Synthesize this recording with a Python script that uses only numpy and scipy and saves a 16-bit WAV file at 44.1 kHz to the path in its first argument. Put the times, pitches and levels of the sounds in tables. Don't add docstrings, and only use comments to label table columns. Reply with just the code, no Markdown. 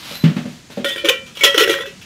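import sys
import numpy as np
from scipy import signal
from scipy.fft import rfft, irfft, next_fast_len
from scipy.io import wavfile
from scipy.ndimage import map_coordinates

SR = 44100
rng = np.random.default_rng(int(sys.argv[2]) if len(sys.argv) > 2 else 0)


def magnitude_from_level(level_db):
    exponent = np.asarray(level_db, float) / 20
    return 10 ** exponent


def log_audio(samples):
    frames = np.atleast_2d(samples).T
    limited = np.clip(frames, -1, 1)
    pcm = np.round(limited * 32767).astype(np.int16)
    wavfile.write(sys.argv[1], SR, pcm)


N = 90404


def along(points, hz):
    point_hz, value = np.transpose(points)
    return np.interp(np.log(hz + 1), np.log(point_hz + 1), value)


def unit(x):
    return x / np.sqrt(np.mean(x ** 2) + 1e-20)


def coloured(x, spectrum):
    size = next_fast_len(len(x) + 4096)
    gain = magnitude_from_level(along(spectrum, np.fft.rfftfreq(size, 1 / SR)))
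    return unit(irfft(rfft(x, size) * gain, size)[:len(x)])


def above(x, low_hz):
    return signal.sosfilt(signal.butter(4, low_hz, "high", fs=SR, output="sos"), x)


def wobble(knots_per_s):
    knots = rng.standard_normal(int(N * knots_per_s / SR) + 4)
    return map_coordinates(knots, [np.arange(N) * knots_per_s / SR])


def ring(hz, db, t60_s, t):
    decay = np.exp(-np.log(1000) * t / t60_s[:, None])
    return magnitude_from_level(db) @ (decay * np.sin(2 * np.pi * hz[:, None] * t))


def dying(t60_points, length, long=1):
    hz, t, z = signal.stft(rng.standard_normal(length), SR, nperseg=256)
    t60_s = long * along(t60_points, hz)[:, None]
    tail = signal.istft(z * magnitude_from_level(-60 * t / t60_s), SR, nperseg=256)[1][:length]
    return tail / np.linalg.norm(tail)


def add(track, s, sound):
    part = track[round(s * SR):][:len(sound)]
    part += sound[:len(part)]


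# (frequency [Hz], density [dB per Hz])
AIR_SPECTRUM = [(18, -58), (30, -13), (200, -4.5), (400, -16.5), (883, -24.5), (1060, -24), (1700, -20.5),
                (6830, -23), (15800, -46)]
AIR_DB = -43


def air():
    noise = coloured(rng.standard_normal(N), AIR_SPECTRUM)
    return magnitude_from_level(AIR_DB + wobble(8)) * above(noise, 45)


# (frequency [Hz], T60 [s])
ROOM_DECAY = [(200, 0.37), (3000, 0.24), (12000, 0.16)]


def room(x):
    return signal.fftconvolve(np.pad(x, (300, 0)), dying(ROOM_DECAY, SR // 2))[:N]


# (time [s], level [dB])
SCRAPE_PRESSURE = [(0, -36), (0.049, -33.5), (0.148, -31.5), (.23, -42.5), (.4, -49.5), (.6, -48.5),
                   (0.688, -80), (0.705, -44.5), (.8, -47)]
# (frequency [Hz], density [dB per Hz])
RASP_SPECTRUM = [(180, -30), (300, -2), (411, -20), (563, -7), (839, -6), (3990, -2), (8550, -18.5),
                 (12500, -16), (15800, -25)]
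GRIT_PER_S, GRIT_DB, GRIT_SPREAD_DB = 2500, -4, 1.5


def scrape():
    s, db = np.transpose(SCRAPE_PRESSURE)
    hits = rng.random(N) < GRIT_PER_S / SR
    grit = hits * rng.standard_normal(N) * magnitude_from_level(GRIT_SPREAD_DB * rng.exponential(1, N))
    friction = rng.standard_normal(N) + magnitude_from_level(GRIT_DB) * unit(grit)
    pressure_db = np.interp(np.arange(N) / SR, s, db, right=-120) + 2.3 * wobble(34.4)
    return coloured(friction, RASP_SPECTRUM) * magnitude_from_level(pressure_db)


# (frequency [Hz], level [dB], peak time [s], spread [s])
SQUEAK_TONES = [(4050, -33, .162, .013), (4040, -35, .212, .014), (11250, -48, .12, .02),
                (11300, -49, .18, .025), (12250, -42, .18, .028), (13300, -48, .228, .008),
                (13900, -49, .177, .01), (7200, -47, .167, .008)]
SQUEAK_FLUTTER_DB, SQUEAK_BLUR_RAD = 5, 0.045


def squeak():
    out, t = np.zeros(N), np.arange(N) / SR
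    for hz, db, peak_s, spread_s in SQUEAK_TONES:
        swell = np.exp(-((t - peak_s) / spread_s) ** 2 / 2)
        level = magnitude_from_level(db + SQUEAK_FLUTTER_DB * wobble(97.4) / 2)
        drift = np.cumsum(SQUEAK_BLUR_RAD * hz / 8000 * rng.standard_normal(N))
        out += swell * level * np.sin(2 * np.pi * hz * t + drift)
    return out


# (time [s], peak [dB], upper shell modes [dB], slap [dB], deepest mode [dB])
POT_THUMPS = [(0.111, -24, 17.5, 2, -3.5), (.238, 3.5, -6, 1, 3), (0.297, -4, -8, -6.5, -12),
              (0.364, -3, -4, 1.5, -20), (0.454, -11.5, 6.5, -0.5, -9), (0.525, -24, -25, -16, -2),
              (.699, -27.5, 13.5, 13.5, -16), (.773, -8, 14, -1, -27), (0.797, -22, 19.5, 7, -7),
              (1.233, -26.5, -10, -18, -12)]
# (frequency [Hz], level [dB], T60 [s])
POT_MODES = [(161.4, 0, 0.21), (204.9, -1.5, 0.14), (243.7, -9, 0.28), (379, -30, 0.19),
             (482, -14.5, 0.053), (564, -16, 0.079), (767, -30.5, 0.17), (304, -25, 0.43)]
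# (frequency [Hz], density [dB per Hz])
SLAP_SPECTRUM = [(410, 3.5), (700, -1), (965, -3.5), (1180, -2), (3180, -3), (9330, -28), (15000, -31)]
SHELL_FROM_HZ, THUMP_RISE_S, POT_LOW_HZ = 330, 0.0016, 119
SLAP_T60_S, SLAP_DB = 0.3, -24.5


def pot():
    out, t = np.zeros(N), np.arange(SR // 3) / SR
    hz, db, t60_s = np.transpose(POT_MODES)
    for s, peak_db, shell_db, slap_db, deep_db in POT_THUMPS:
        level_db = db + shell_db * (hz > SHELL_FROM_HZ) + deep_db * (hz == hz.min())
        boom = ring(hz, level_db, t60_s, t) / 2
        slap_decay = magnitude_from_level(SLAP_DB + slap_db - 60 * t / SLAP_T60_S)
        slap = slap_decay * coloured(rng.standard_normal(len(t)), SLAP_SPECTRUM)
        rise = 1 - np.exp(-t / THUMP_RISE_S)
        add(out, s, magnitude_from_level(peak_db) * rise * (boom + slap))
    return above(out, POT_LOW_HZ)


# (peak time [s], frequency [Hz], level [dB], length [s])
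PLATE_KNOCKS = [(1.05, 545.5, -13.5, 0.031), (1.052, 347.4, -17.5, 0.033), (1.088, 442, -15.5, 0.023),
                (1.108, 516.5, -10, 0.026), (1.441, 531, -13, .016), (1.454, 449, -13, .018),
                (1.551, 456, -8.5, .016), (1.578, 522, -15, .016), (1.582, 322, -17, .025),
                (1.612, 451, -4.5, 0.01513), (1.625, 440, -6.5, 0.01847), (1.655, 377, -18.5, .06),
                (1.655, 563, -24.5, .05), (1.68, 467, -13.5, .014), (1.699, 448, -10, .04),
                (1.703, 356.3, -15, 0.037), (1.74, 369, -36, 0.063), (1.76, 550, -25.5, .06),
                (1.806, 491, -24.5, .03), (1.855, 540, -29, 0.051), (1.88, 413, -29.5, .03)]


def knocks():
    out = np.zeros(N)
    for peak_s, hz, db, length_s in PLATE_KNOCKS:
        t = np.arange(round(length_s * SR)) / SR
        swell = np.sin(np.pi * t / length_s) ** 2
        add(out, peak_s - length_s / 2, magnitude_from_level(db) * swell * np.sin(2 * np.pi * hz * t))
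    return out


# (time [s], level [dB])
RIM_TICKS = [(0.962, -21.5), (1.546, -16.5), (1.676, -14), (1.741, -12.5), (1.787, -18.5), (1.835, -22),
             (1.857, -22.5)]
TICK_HZ, TICK_T60_S = 1576, 0.018


def ticks():
    out, t = np.zeros(N), np.arange(SR // 20) / SR
    for s, db in RIM_TICKS:
        add(out, s, magnitude_from_level(db - 60 * t / TICK_T60_S) * np.sin(2 * np.pi * TICK_HZ * t))
    return out


# (time [s], frequency [Hz], level [dB], length until damped [s])
LONE_PINGS = [(1.409, 2240, -13, .027), (1.481, 3228, -13, .026), (.860, 1890, -22, .17),
              (1.464, 1935, -12, .11), (.906, 3075, -26, .013), (.861, 3495, -23, .028),
              (1.128, 2361, -23, .175), (1.112, 3020, -22, .11), (1.463, 560, -19, .078),
              (.906, 3522, -20, .036), (.849, 1435, -23, .034), (.847, 556, -23, .034),
              (.979, 3043, -25, .024), (.979, 2376, -28, .04), (.881, 3050, -28, .013),
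              (1.049, 2372, -24, .034), (1.096, 1072, -26, .038), (1.104, 1935, -24, .085),
              (1.118, 538, -23, .042), (1.112, 2792, -30, .065), (1.446, 1340, -20, .064),
              (1.462, 2620, -24, .09), (1.601, 1940, -14, .068), (1.579, 1352, -16, .044),
              (1.579, 3018, -14, .048), (1.706, 2368, -22, .05), (1.716, 1881, -21, .115),
              (1.716, 3205, -24, .062), (1.803, 3478, -30, .075), (1.626, 1437, -21, .028),
              (1.696, 1350, -23, .044), (1.806, 1037, -39, .03), (1.088, 12400, -30, .02),
              (.847, 13100, -40, .04), (1.842, 2614, -36, .08), (1.795, 11100, -46, .035),
              (1.580, 12300, -32, .02), (1.700, 11100, -36, .03), (1.083, 1552, -17, .012)]
PING_T60_S, PING_RISE_S, DAMP_S = 0.45, 0.00075, 0.004


def pings():
    out = np.zeros(N)
    for s, hz, db, length_s in LONE_PINGS:
        t = np.arange(round((length_s + 8 * DAMP_S) * SR)) / SR
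        shape = (1 - np.exp(-t / PING_RISE_S)) * np.exp(-np.maximum(t - length_s, 0) / DAMP_S)
        add(out, s, magnitude_from_level(db - 60 * t / PING_T60_S) * shape * np.sin(2 * np.pi * hz * t))
    return out


# (time [s], peak [dB], low modes [dB], mid modes [dB], ring time factor [1])
TOUCHING_CONTACTS = [(0.844, -9.5, 3, 0.5, 0.39), (0.8574, -15.5, -21, -4, 0.64),
                     (0.8846, -13.5, -25, -10, 0.5), (0.9073, -17, -4, -29, 0.8),
                     (0.9594, -16.5, 1.5, -2.5, 0.41), (0.9794, -22, -2, -1, 1)]
LAYING_CONTACTS = [(1.0454, -14, -7, 0.5, 0.69), (1.052, -11.5, 2, -1.5, 0.7),
                   (1.0864, 2.5, -12, -12, 0.51), (1.0974, -12.5, 2, 1, 0.17),
                   (1.1394, -29.5, -20, 8.5, 0.43), (1.2625, -28.5, -28, -24, 0.46)]
SETTLING_CONTACTS = [(1.351, -24.5, -44, -10, 0.77), (1.3709, -13, -11, -20, 0.2),
                     (1.4082, -14.5, -4, -3.5, 1), (1.4348, 4, -6.5, -8, 1), (1.4452, 1.5, -7.5, -8, 0.84),
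                     (1.4537, -3, -23, -29, 0.85), (1.4804, -15, -25, -20, 1),
                     (1.543, -9.5, -17, 1.5, 0.55), (1.5774, 2.5, -9, -7.5, 0.52),
                     (1.6064, -3, -2, -2, 0.81), (1.6211, -3, -11, -11, 0.41), (1.6454, -17, -8, 6, 0.77),
                     (1.6757, -13.5, 5, 4, 0.41), (1.694, -4, 1.5, -4.5, 0.51),
                     (1.7143, -11, -22, -20, 0.72), (1.7403, -13.5, -14, 3, 0.28),
                     (1.7872, -22.5, 4, 4.5, 0.85), (1.8066, -18.5, -1.5, 2, 0.35),
                     (1.8347, -40, -5, -12, 0.43), (1.8574, -27.5, -4, -4, 1),
                     (2.0144, -26.5, -43, -22, 0.28)]
# (frequency [Hz], level [dB], T60 [s])
BLADE_MODES = [(357, -10.5, 0.24), (441, -5.5, 0.18), (548, -8, 0.5), (1067, -17.5, 0.25), (1360, -15, 1),
               (1448, -5, 0.16), (1815, -9.5, 0.6), (1860, -25, 1), (2323, 0, 0.092), (2620, -30, 0.18),
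               (2980, -6, 0.04), (3530, -4, 0.11), (3100, -7, 0.23), (3810, -16, 0.14)]
PLATE_MODES = [(359, -13, 0.29), (438.5, -5.5, 0.21), (547, -7.5, 0.29), (1345, -11, 0.42),
               (1451, -10.5, 0.25), (1900, -9, 0.66), (1950, -9.5, 0.84), (2184, -12, 0.24),
               (2665, -35, 0.53), (2500, -40, 0.13), (2876, -14.5, 0.55), (3017, -8.5, 0.091),
               (3350, -2.5, 0.094), (3640, -42, 0.14)]
# (frequency [Hz], density [dB per Hz])
DENSE_SPECTRUM = [(500, -34), (1000, -13), (2000, -10), (3150, 3.5), (4400, -17), (5600, -10.5),
                  (8000, -20), (12500, -16.5), (15800, -19)]
THIN_SPECTRUM = [(410, -55), (700, -20), (2790, -1.5), (3440, 10), (3970, -12), (15800, -18)]
# (frequency [Hz], T60 [s])
DENSE_DECAY = [(1000, 0.9), (3000, .2), (6000, 0.21), (15000, 0.043)]
LOW_UNDER_HZ, MID_UNDER_HZ, STEEL_LOW_HZ = 800, 2500, 259
CLEAR_DB, STRAY_DB, CRASH_DB = -5.5, -15.5, 0.5
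LOW_DETUNE, NEXT_CONTACT_DAMPS_DB, STEEL_RISE_S = 0.03, 19, 0.00073
CHATTER_PER_S, CHATTER_T60_S, CHATTER_DB = 700, 0.28, -6.5


def steel(contacts, modes, dense):
    out, t = np.zeros(N), np.arange(SR // 5) / SR
    hz, db, t60_s = np.transpose(modes)
    low = hz < LOW_UNDER_HZ
    next_times_s = [row[0] for row in contacts[1:]] + [N / SR]
    for (s, peak_db, low_db, mid_db, long), next_s in zip(contacts, next_times_s):
        long = np.clip(long, 0.2, 2)
        level_luck, pitch_luck = rng.normal(0, 1, (2, len(hz)))
        contact_db = np.where(low, low_db, mid_db * (hz < MID_UNDER_HZ))
        level_db = db + contact_db + CLEAR_DB + 1.4 * level_luck
        clear = ring(hz * (1 + LOW_DETUNE * low * pitch_luck), level_db, t60_s * long, t)

        pitch_draw, decay_draw = rng.random((2, 24))
        stray_hz = 3900 + 11600 * pitch_draw ** 2
        stray_t60_s = 2 * long * along(DENSE_DECAY, stray_hz) * (0.5 + decay_draw)
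        stray = ring(stray_hz, STRAY_DB + along(dense, stray_hz), stray_t60_s, t)
        crash = coloured(dying(DENSE_DECAY, len(t), long), dense)
        body = stray + magnitude_from_level(CRASH_DB) * crash / np.abs(crash).max()

        hits = rng.random(len(t)) < CHATTER_PER_S / SR
        taps = hits * rng.standard_normal(len(t)) * magnitude_from_level(CHATTER_DB - 60 * t / CHATTER_T60_S)
        taps[0] = 1
        sound = clear + signal.fftconvolve(body, taps / np.linalg.norm(taps))[:len(t)]
        damped_db = NEXT_CONTACT_DAMPS_DB * np.clip((t + s - next_s) / 0.015, 0, 1)
        rise = 1 - np.exp(-t / STEEL_RISE_S)
        fade = np.hanning(2 * len(t))[len(t):]
        add(out, s, magnitude_from_level(peak_db - damped_db) * sound * rise * fade)
    return above(out, STEEL_LOW_HZ)


def scene():
    near = pot() + knocks() + ticks() + pings()
    near += steel(TOUCHING_CONTACTS, BLADE_MODES, THIN_SPECTRUM)
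    near += steel(LAYING_CONTACTS, BLADE_MODES, DENSE_SPECTRUM)
    near += steel(SETTLING_CONTACTS, PLATE_MODES, DENSE_SPECTRUM)
    room_db = -11.5
    return (near + magnitude_from_level(room_db) * room(near) + scrape() + squeak() + air())[None]


def roll_off(x):
    return signal.sosfilt(signal.butter(12, 15990, fs=SR, output="sos"), x)


def record(dry):
    top_hz, clip_top, clip_knee = 15650, 1.0, 8
    limited = signal.sosfilt(signal.cheby1(12, 0.3, top_hz, fs=SR, output="sos"), dry)
    mix = limited / (1 + np.abs(limited / clip_top) ** clip_knee) ** (1 / clip_knee)
    return roll_off(mix)


dry = scene()
out = record(dry)
log_audio(out)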